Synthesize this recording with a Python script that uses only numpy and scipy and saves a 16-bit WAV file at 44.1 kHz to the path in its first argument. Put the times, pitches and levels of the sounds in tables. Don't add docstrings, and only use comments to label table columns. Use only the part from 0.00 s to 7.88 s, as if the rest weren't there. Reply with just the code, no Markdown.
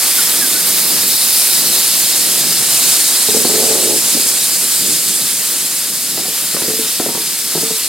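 import sys
import numpy as np
from scipy import signal
from scipy.fft import irfft, next_fast_len
from scipy.io import wavfile
from scipy.ndimage import uniform_filter1d

SR = 44100
rng = np.random.default_rng(int(sys.argv[2]) if len(sys.argv) > 2 else 0)


def transcribe(u):
    v = np.clip(np.atleast_2d(u).T, -1, 1)
    q = np.round(v * 32767).astype(np.int16)
    wavfile.write(sys.argv[1], SR, q)


N = 347497
TIME = np.arange(N) / SR

# time_s, level_db
JET_LEVEL = [(0.0, -12), (0.39, -13), (0.53, -14), (0.77, -12.5), (1.12, -13), (1.31, -11.5), (2.63, -13.5),
             (2.9, -11), (3.05, -12.5), (4.91, -14), (6.04, -18), (6.82, -16.5), (7.09, -18), (7.88, -17)]
# time_s, roar_db, pipe_band_db, top_db
JET_COLOUR = [(0, 3, -.5, 2), (1.35, 1.2, 2, 4), (2.3, 0.2, 0.2, 0), (3.4, -2, -2, -2.5),
              (5.0, -2.5, -2.5, -2), (6.5, 2, 0.3, 1.5), (7.88, 1, 0.5, 0)]
# core_hz, roar_hz, pipe_band_low_hz, pipe_band_high_hz, top_hz
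COLOUR_CENTRES = (7200, 2120, 4170, 5460, 13000)
# time_s, edge_hz, firmness_db
PIPE_EDGE = [(0.3, 3170, 2), (0.9, 3470, 1.8), (1.4, 3600, 3), (2.1, 3700, 0), (2.8, 3580, 1.5),
             (5.5, 3320, 0.7)]
# frequency_hz, density_db (per Hz)
STEAM_SPECTRUM = [(50, -54), (400, -18.5), (1000, -13), (2400, -9), (3100, -6), (3900, -3), (5200, 0.7),
                  (5850, -3), (6600, -2), (7100, -1.2), (8700, 0.5), (11500, -2.5), (13500, -5.5),
                  (16000, -10.5)]
# time_s, top_left_minus_right_db
TOP_PAN = [(4.9, -3.5), (6.0, -1.5)]
# frequency_hz, density_db (per Hz)
DRAUGHT_SPECTRUM = [(20, -40), (50, -27), (80, -23), (120, -3.5), (180, -4.5), (300, 5.5), (450, 0),
                    (700, 1.5), (1000, -1.5), (2000, -9.5), (4000, -47)]

# start_s, body_db, clack_db, frame_ring_db, crack_db
KNOCKS = [(3.286, -20, -11, -14, -18), (3.342, -18, -14, -19, -20), (3.365, -22, -11, -18, -18),
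          (3.447, -19, -7, -15, -6), (3.498, -24.5, -3, -10, -17), (3.550, -25, -5, -14, -3),
          (3.597, -29, -3, -14, -12), (3.630, -23.5, -1, -8, -12), (3.703, -26, -3, 8.5, -8),
          (3.751, -28, -8, -3, -12), (4.146, -22.5, -24, -20, -14), (4.167, -28, -6, -18, -14),
          (4.193, -29, -12, -14, -16), (6.174, -27.5, -1.5, -15, 0), (6.192, -29, -6, -15, -6),
          (6.251, -37.5, 5, -13, 6), (6.283, -30, -12, -4, -12), (6.542, -24, -9, -16, -6),
          (6.565, -28, -6, -14, 5), (6.619, -25, -9, -11, -4), (6.643, -31, -10, -10, -10),
          (6.681, -22, -16, -10, -20), (6.700, -26, -13, 1, -6), (6.732, -28, -10, -10, -9),
          (6.79, -24.5, -23, 2, -16), (6.996, -19.5, -5.5, -27, -5), (7.061, -22, -9, -19, -12),
          (7.086, -24.5, -6, -19, -8), (7.149, -26.5, -6, -22, -11), (7.172, -28, -5, -16, -13),
          (7.551, -21, -5.5, -8, -11), (7.575, -25, -5, -15, -10), (7.628, -25, -9, 0, -13),
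          (7.706, -26, -10, -1, -15)]
# start_s, level_db
BUFFER_HITS = [(6.996, -37), (7.086, -33), (7.551, -39)]
# time_s, level_db, slips_per_s, clack_db, ring_db
JUDDER = [(3.29, -26.5, 45, -13, -6), (3.41, -25, 45, -10, -3), (3.49, -26, 50, -6, -7),
          (3.579, -18.5, 80, -10, 0), (3.66, -23, 89, 1, -3), (3.731, -18.5, 110, 1, 3),
          (3.77, -21.5, 95, -1, 4), (3.81, -25, 75, -4, -5), (3.88, -19.5, 70, -6, -1),
          (3.92, -21, 62, -8, -10), (3.97, -24, 60, -8, -16), (4.001, -37, 50, -8, -14)]
# pitch_hz, level_db, t60_s
FRAME_MODES = [(157.6, -8.5, 0.088), (243.4, 4.5, 0.091), (290.4, -3.5, 0.1), (354, 7.5, 0.031),
               (440, 0.5, 0.079), (500, 6.5, 0.026), (549, 1, 0.033), (643, 3.5, 0.023), (741, -3, 0.041),
               (802, 0, 0.018), (1120, -10, 0.027), (1240, -9.5, 0.025)]
# low_hz, high_hz
REGISTERS = [(120, 280), (280, 580), (580, 1300)]
# pitch_hz, t60_s
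LASTING_RINGS = [(441, 0.29), (937, 0.85)]
# start_s, length_s, start_hz, end_hz, level_db
SQUEAKS = [(0.163, 0.062, 1554, 1400, -24), (0.396, 0.069, 1780, 1505, -23),
           (0.528, 0.085, 1450, 1560, -27)]

# time_s, level_db
ROLLING_LEVEL = [(0, -38.5), (0.7, -33.5), (1.35, -38.5), (2.0, -36), (3.1, -36), (4.2, -34), (4.5, -34.5),
                 (5.6, -34.7), (6.5, -36), (7.88, -36.5)]
# frequency_hz, density_db (per Hz)
RUMBLE_SPECTRUM = [(20, -38), (45, -28), (75, -14), (110, -10), (160, 0.5), (240, 1), (450, -2.5),
                   (650, -9), (1000, -26), (2000, -21)]
# centre_s, half_length_s, rise_db
SWELLS = [(0.384, 0.24, 3.5), (0.95, 0.22, 6.5), (1.63, 0.11, 9), (2.246, 0.15, 6), (2.527, 0.17, 5.5),
          (2.878, 0.049, 5), (4.892, 0.1, 7), (5.223, 0.028, 7)]

# frequency_hz, likeness (0-1)
LIKENESS = [(30, 0.49), (120, 1), (270, 1), (600, 1), (1200, 0.88), (2600, 0.98), (3600, 1), (5000, 0.64),
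            (5750, 0.28), (6200, 0.77), (6700, 0.45), (7050, 0.99), (16000, 0.99)]
# frequency_hz, left_minus_right_db
STEREO_BALANCE = [(100, 0.5), (300, 0.5), (700, -0.5), (1100, -1), (2500, -0.5), (3700, 0), (5250, 3.5),
                  (6000, -0.5), (7200, 0), (16000, 0.5)]
# frequency_hz, left_lead_rad
STEREO_PHASE = [(100, 0.0025), (1000, -0.42), (2700, -0.15), (3500, -0.89), (4300, -0.098), (5000, -1.15),
                (5400, -1.53), (5750, -1.4), (6200, -1.3), (6700, -1.45), (7000, 0), (16000, 0)]

DRAUGHT_DB, DRAUGHT_RISE_DB_PER_S, DRAUGHT_FULL_S = -33, 4.5, 0.94
DRAUGHT_ENDS_S, DRAUGHT_FADE_DB_PER_S = 4.15, 11.5
BOOM_DB = -5
THUD_HZ, THUD_T60_S, THUD_DB = 98, 0.15, -18
DRAWBAR_HZ, DRAWBAR_T60_S, DRAWBAR_DB = 508, 0.15, -2.5
JUDDER_BOOM_DB, BOOM_FADE_DB_PER_S = 1, 16
CUTOFF_HZ = 15900


def from_db(db):
    return 10 ** (np.asarray(db) / 20)


def rms_one(x):
    return x / np.sqrt(np.mean(x ** 2) + 1e-20)


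def in_time(rows):
    s, *columns = np.transpose(rows)
    return [np.interp(TIME, s, column) for column in columns]


def at_hz(points, hz):
    f, value = np.transpose(sorted(points))
    return np.interp(np.log(hz), np.log(f), value)


def drift(rate_hz):
    r = np.exp(-2 * np.pi * rate_hz * 40 / SR)
    noise = rng.standard_normal(N // 40 + 2002)
    slow = signal.lfilter([1], [1, -2 * r, r * r], noise)[2000:]
    return np.interp(np.arange(N) / 40, np.arange(len(slow)), rms_one(slow))


def ring(force, hz, t60_s):
    r = np.exp(-np.log(1000) / (t60_s * SR))
    w = 2 * np.pi * hz / SR
    return signal.lfilter([0, np.sin(w)], [1, -2 * r * np.cos(w), r * r], force + 1e-18)


def noise_bands(spectrum, low_hz, high_hz, count, likeness=LIKENESS):
    size = next_fast_len(N, real=True)
    hz = np.maximum(np.arange(size // 2 + 1) * SR / size, 1)
    mid, side = rng.standard_normal((2, len(hz))) + 1j * rng.standard_normal((2, len(hz)))
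    alike = np.clip(at_hz(likeness, hz), 0, 1)
    sides = np.array([[1], [-1]])
    balance = from_db(sides * at_hz(STEREO_BALANCE, hz) / 2)
    phase = np.exp(.5j * sides * at_hz(STEREO_PHASE, hz))
    noise = np.sqrt(1 + alike) * mid + sides * np.sqrt(1 - alike) * side
    noise = noise * balance * phase * from_db(at_hz(spectrum, hz))
    centres = np.geomspace(low_hz, high_hz, count)
    for centre, share in zip(centres, np.eye(count)):
        band = noise * np.interp(np.log(hz), np.log(centres), share)
        yield centre, irfft(band.astype(np.complex64), size)[:, :N]


def steam(gain_db=1., flutter_db=0.47, patchy_db=0.94, pipe_patchy_db=1.48, flutter_hz=16, patchy_hz=14,
          pan_range_hz=(7500, 10500), edge_octaves=0.12):
    level_db, = in_time(JET_LEVEL)
    roar_db, pipe_db, top_db = in_time(JET_COLOUR)
    edge_hz, edge_db = in_time(PIPE_EDGE)
    pan_db, = in_time(TOP_PAN)
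    zones = np.eye(len(COLOUR_CENTRES))[1:]
    out = 0
    for hz, band in noise_bands(STEAM_SPECTRUM, 1530, 12920, count=27):
        roar, pipe_low, pipe_high, top = (at_hz(list(zip(COLOUR_CENTRES, zone)), hz) for zone in zones)
        pipe = pipe_low + pipe_high
        above = np.log2(hz / edge_hz) / edge_octaves
        ridge_db = edge_db * above * np.exp((1 - above ** 2) / 2)
        colour_db = roar * roar_db + pipe * pipe_db + top * top_db + ridge_db
        patch_db = (pipe * pipe_patchy_db + (1 - pipe) * patchy_db) * drift(patchy_hz)
        pan = from_db(np.interp(hz, pan_range_hz, [0, 1]) * pan_db / 2)
        out = out + band * np.array([pan, 1 / pan]) * from_db(colour_db + patch_db)
    steady = out / np.sqrt(uniform_filter1d(np.mean(out ** 2, axis=0), size=SR // 2))
    return steady * from_db(level_db + gain_db + flutter_db * drift(flutter_hz))


def draught(gusty_db=3, gust_hz=12):
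    before_s = np.maximum(DRAUGHT_FULL_S - TIME, 0)
    after_s = np.maximum(TIME - DRAUGHT_ENDS_S, 0)
    level_db = DRAUGHT_DB - DRAUGHT_RISE_DB_PER_S * before_s - DRAUGHT_FADE_DB_PER_S * after_s
    out = 0
    for _, band in noise_bands(DRAUGHT_SPECTRUM, 86, 800, count=3, likeness=[(1, 0)]):
        out = out + band * from_db(gusty_db * np.tanh(drift(gust_hz)))
    return rms_one(out) * from_db(level_db)


def frame(force, low_hz, high_hz, scatter_db=5.0, detune=0.0097):
    strengths, shifts = rng.standard_normal((2, len(FRAME_MODES)))
    modes = 0
    for k, (hz, db, t60_s) in enumerate(FRAME_MODES):
        if low_hz < hz < high_hz:
            mode = ring(force, hz * (1 + detune * shifts[k]), t60_s)
            modes = modes + (-1) ** k * mode * from_db(db + scatter_db * strengths[k])
    return signal.sosfilt(signal.butter(1, [low_hz, high_hz], "band", fs=SR, output="sos"), modes)


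def knocks(rattle_db=-34, rattle_follows=0.42, rattle_s=0.059, crack_s=0.014, crack_hz=(900, 2100)):
    t = np.arange(SR // 4) / SR
    attack = t < .018
    click = (t == 0) * 1.
    crack_band = signal.butter(2, crack_hz, "band", fs=SR, output="sos")
    out = np.zeros(N + len(t))
    for s, body_db, clack_db, _, crack_db in KNOCKS:
        rattle = rng.standard_normal(len(t)) * np.exp(-t / rattle_s)
        force = click + from_db(rattle_db + rattle_follows * clack_db) * rattle
        crack = rms_one(signal.sosfilt(crack_band, rng.standard_normal(len(t))))
        knock = from_db(crack_db) * crack * np.exp(-t / crack_s)
        knock = knock + from_db(THUD_DB) * ring(force, THUD_HZ, THUD_T60_S)
        for db, (low_hz, high_hz) in zip((BOOM_DB, 0, clack_db), REGISTERS):
            part = frame(force, low_hz, high_hz)
            knock = knock + from_db(db) * part / np.std(part[attack])
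        at = round(s * SR)
        out[at:at + len(t)] += from_db(body_db) * knock
    return out[:N]


def ringing(waver=0.01105, waver_hz=25.6):
    frame_hits = [(s, body_db + ring_db) for s, body_db, _, ring_db, _ in KNOCKS]
    out = np.zeros(N)
    for (hz, t60_s), hits in zip(LASTING_RINGS, (frame_hits, BUFFER_HITS)):
        s, db = np.transpose(hits)
        fed = np.zeros(N)
        fed[np.round(s * SR).astype(int)] = from_db(db) ** 2
        kept = np.exp(-2 * np.log(1000) / (t60_s * SR))
        energy = uniform_filter1d(signal.lfilter([1], [1, -kept], fed + 1e-18), size=128)
        turns = np.cumsum(hz * (1 + waver * drift(waver_hz))) / SR
        out += np.sqrt(2 * np.abs(energy)) * np.sin(2 * np.pi * turns)
    return out


def judder(uneven=0.32, sway_db=2, sway_hz=9, grit_db=-34, scatter_db=4.6, soft_hz=950, slip_spread_db=2.2):
    level_db, slips_per_s, clack_db, ring_db = in_time(JUDDER)
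    start_s, end_s = JUDDER[0][0], JUDDER[-1][0]
    loaded_s = np.clip(TIME, start_s, end_s) - start_s
    count = np.cumsum(slips_per_s * np.exp(uneven * drift(39.1))) / SR
    slips = np.diff(np.floor(count), prepend=0) * from_db(slip_spread_db * drift(32))
    force = slips + from_db(grit_db) * rng.standard_normal(N)
    force = signal.sosfilt(signal.butter(4, soft_hz, fs=SR, output="sos"), force)
    boom, body, clack = (frame(force, low_hz, high_hz, scatter_db) for low_hz, high_hz in REGISTERS)
    sway = from_db(sway_db * drift(sway_hz))
    frame_ring = rms_one(ring(force, *LASTING_RINGS[0])) * sway
    drawbar_ring = from_db(DRAWBAR_DB) * rms_one(ring(force, DRAWBAR_HZ, DRAWBAR_T60_S)) / sway
    out = rms_one(body) + from_db(ring_db) * (frame_ring + drawbar_ring)
    out = out + from_db(JUDDER_BOOM_DB - BOOM_FADE_DB_PER_S * loaded_s) * rms_one(boom)
    out = out + from_db(clack_db) * rms_one(clack)
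    steady = out / np.sqrt(uniform_filter1d(out ** 2, size=SR // 25) + 1e-12)
    return steady * from_db(level_db) * (TIME > start_s) * (TIME < end_s)


def squeaks(waver=0.0286, waver_hz=82, broken=0.38, catch_hz=60):
    out = np.zeros(N)
    wobble = 1 + waver * drift(waver_hz)
    grip = np.clip(1 + broken * drift(catch_hz), 0, 1.4)
    for s, length_s, start_hz, end_hz, db in SQUEAKS:
        along = np.clip((TIME - s) / length_s, 0, 1)
        hz = (start_hz + (end_hz - start_hz) * along) * wobble
        out += from_db(db) * np.sin(np.pi * along) * np.sin(2 * np.pi * np.cumsum(hz) / SR)
    return out * grip


def rumble(lumpy_db=2.7, deep_lumpy_db=8, lumpy_hz=12, jolt_hz=5):
    level_db, = in_time(ROLLING_LEVEL)
    swell_db = sum(db * np.exp(-((TIME - s) / half_s) ** 2) for s, half_s, db in SWELLS)
    jolts = np.minimum(drift(jolt_hz), 1)
    out = 0
    for hz, band in noise_bands(RUMBLE_SPECTRUM, 54, 750, count=4):
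        depth = np.interp(hz, [70, 150], [1, 0])
        out = out + band * from_db(lumpy_db * drift(lumpy_hz) + depth * deep_lumpy_db * jolts)
    return rms_one(out) * from_db(level_db + swell_db)


def lineside(x, echo_db=-21):
    dull = signal.sosfilt(signal.butter(1, 2000, fs=SR, output="sos"), x)
    lags = (rng.uniform(.001, .016, (2, 6)) * SR).astype(int)
    echoes = np.array([sum(np.pad(dull, (lag, 0))[:N] for lag in channel) for channel in lags])
    return x + from_db(echo_db) * echoes


def scene(gear_pan_db=0.1, gear_low_hz=75):
    metal = knocks() + ringing() + judder() + squeaks()
    metal = signal.sosfilt(signal.butter(2, gear_low_hz, "high", fs=SR, output="sos"), metal)
    gear = lineside(metal) * from_db([[gear_pan_db], [-gear_pan_db]])
    return steam() + draught() + gear + rumble()


def record(dry):
    top_cut = signal.ellip(12, .1, 80, CUTOFF_HZ, fs=SR, output="sos")
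    return signal.sosfilt(top_cut, np.clip(dry, -1, 1))


dry = scene()
out = record(dry)
transcribe(out)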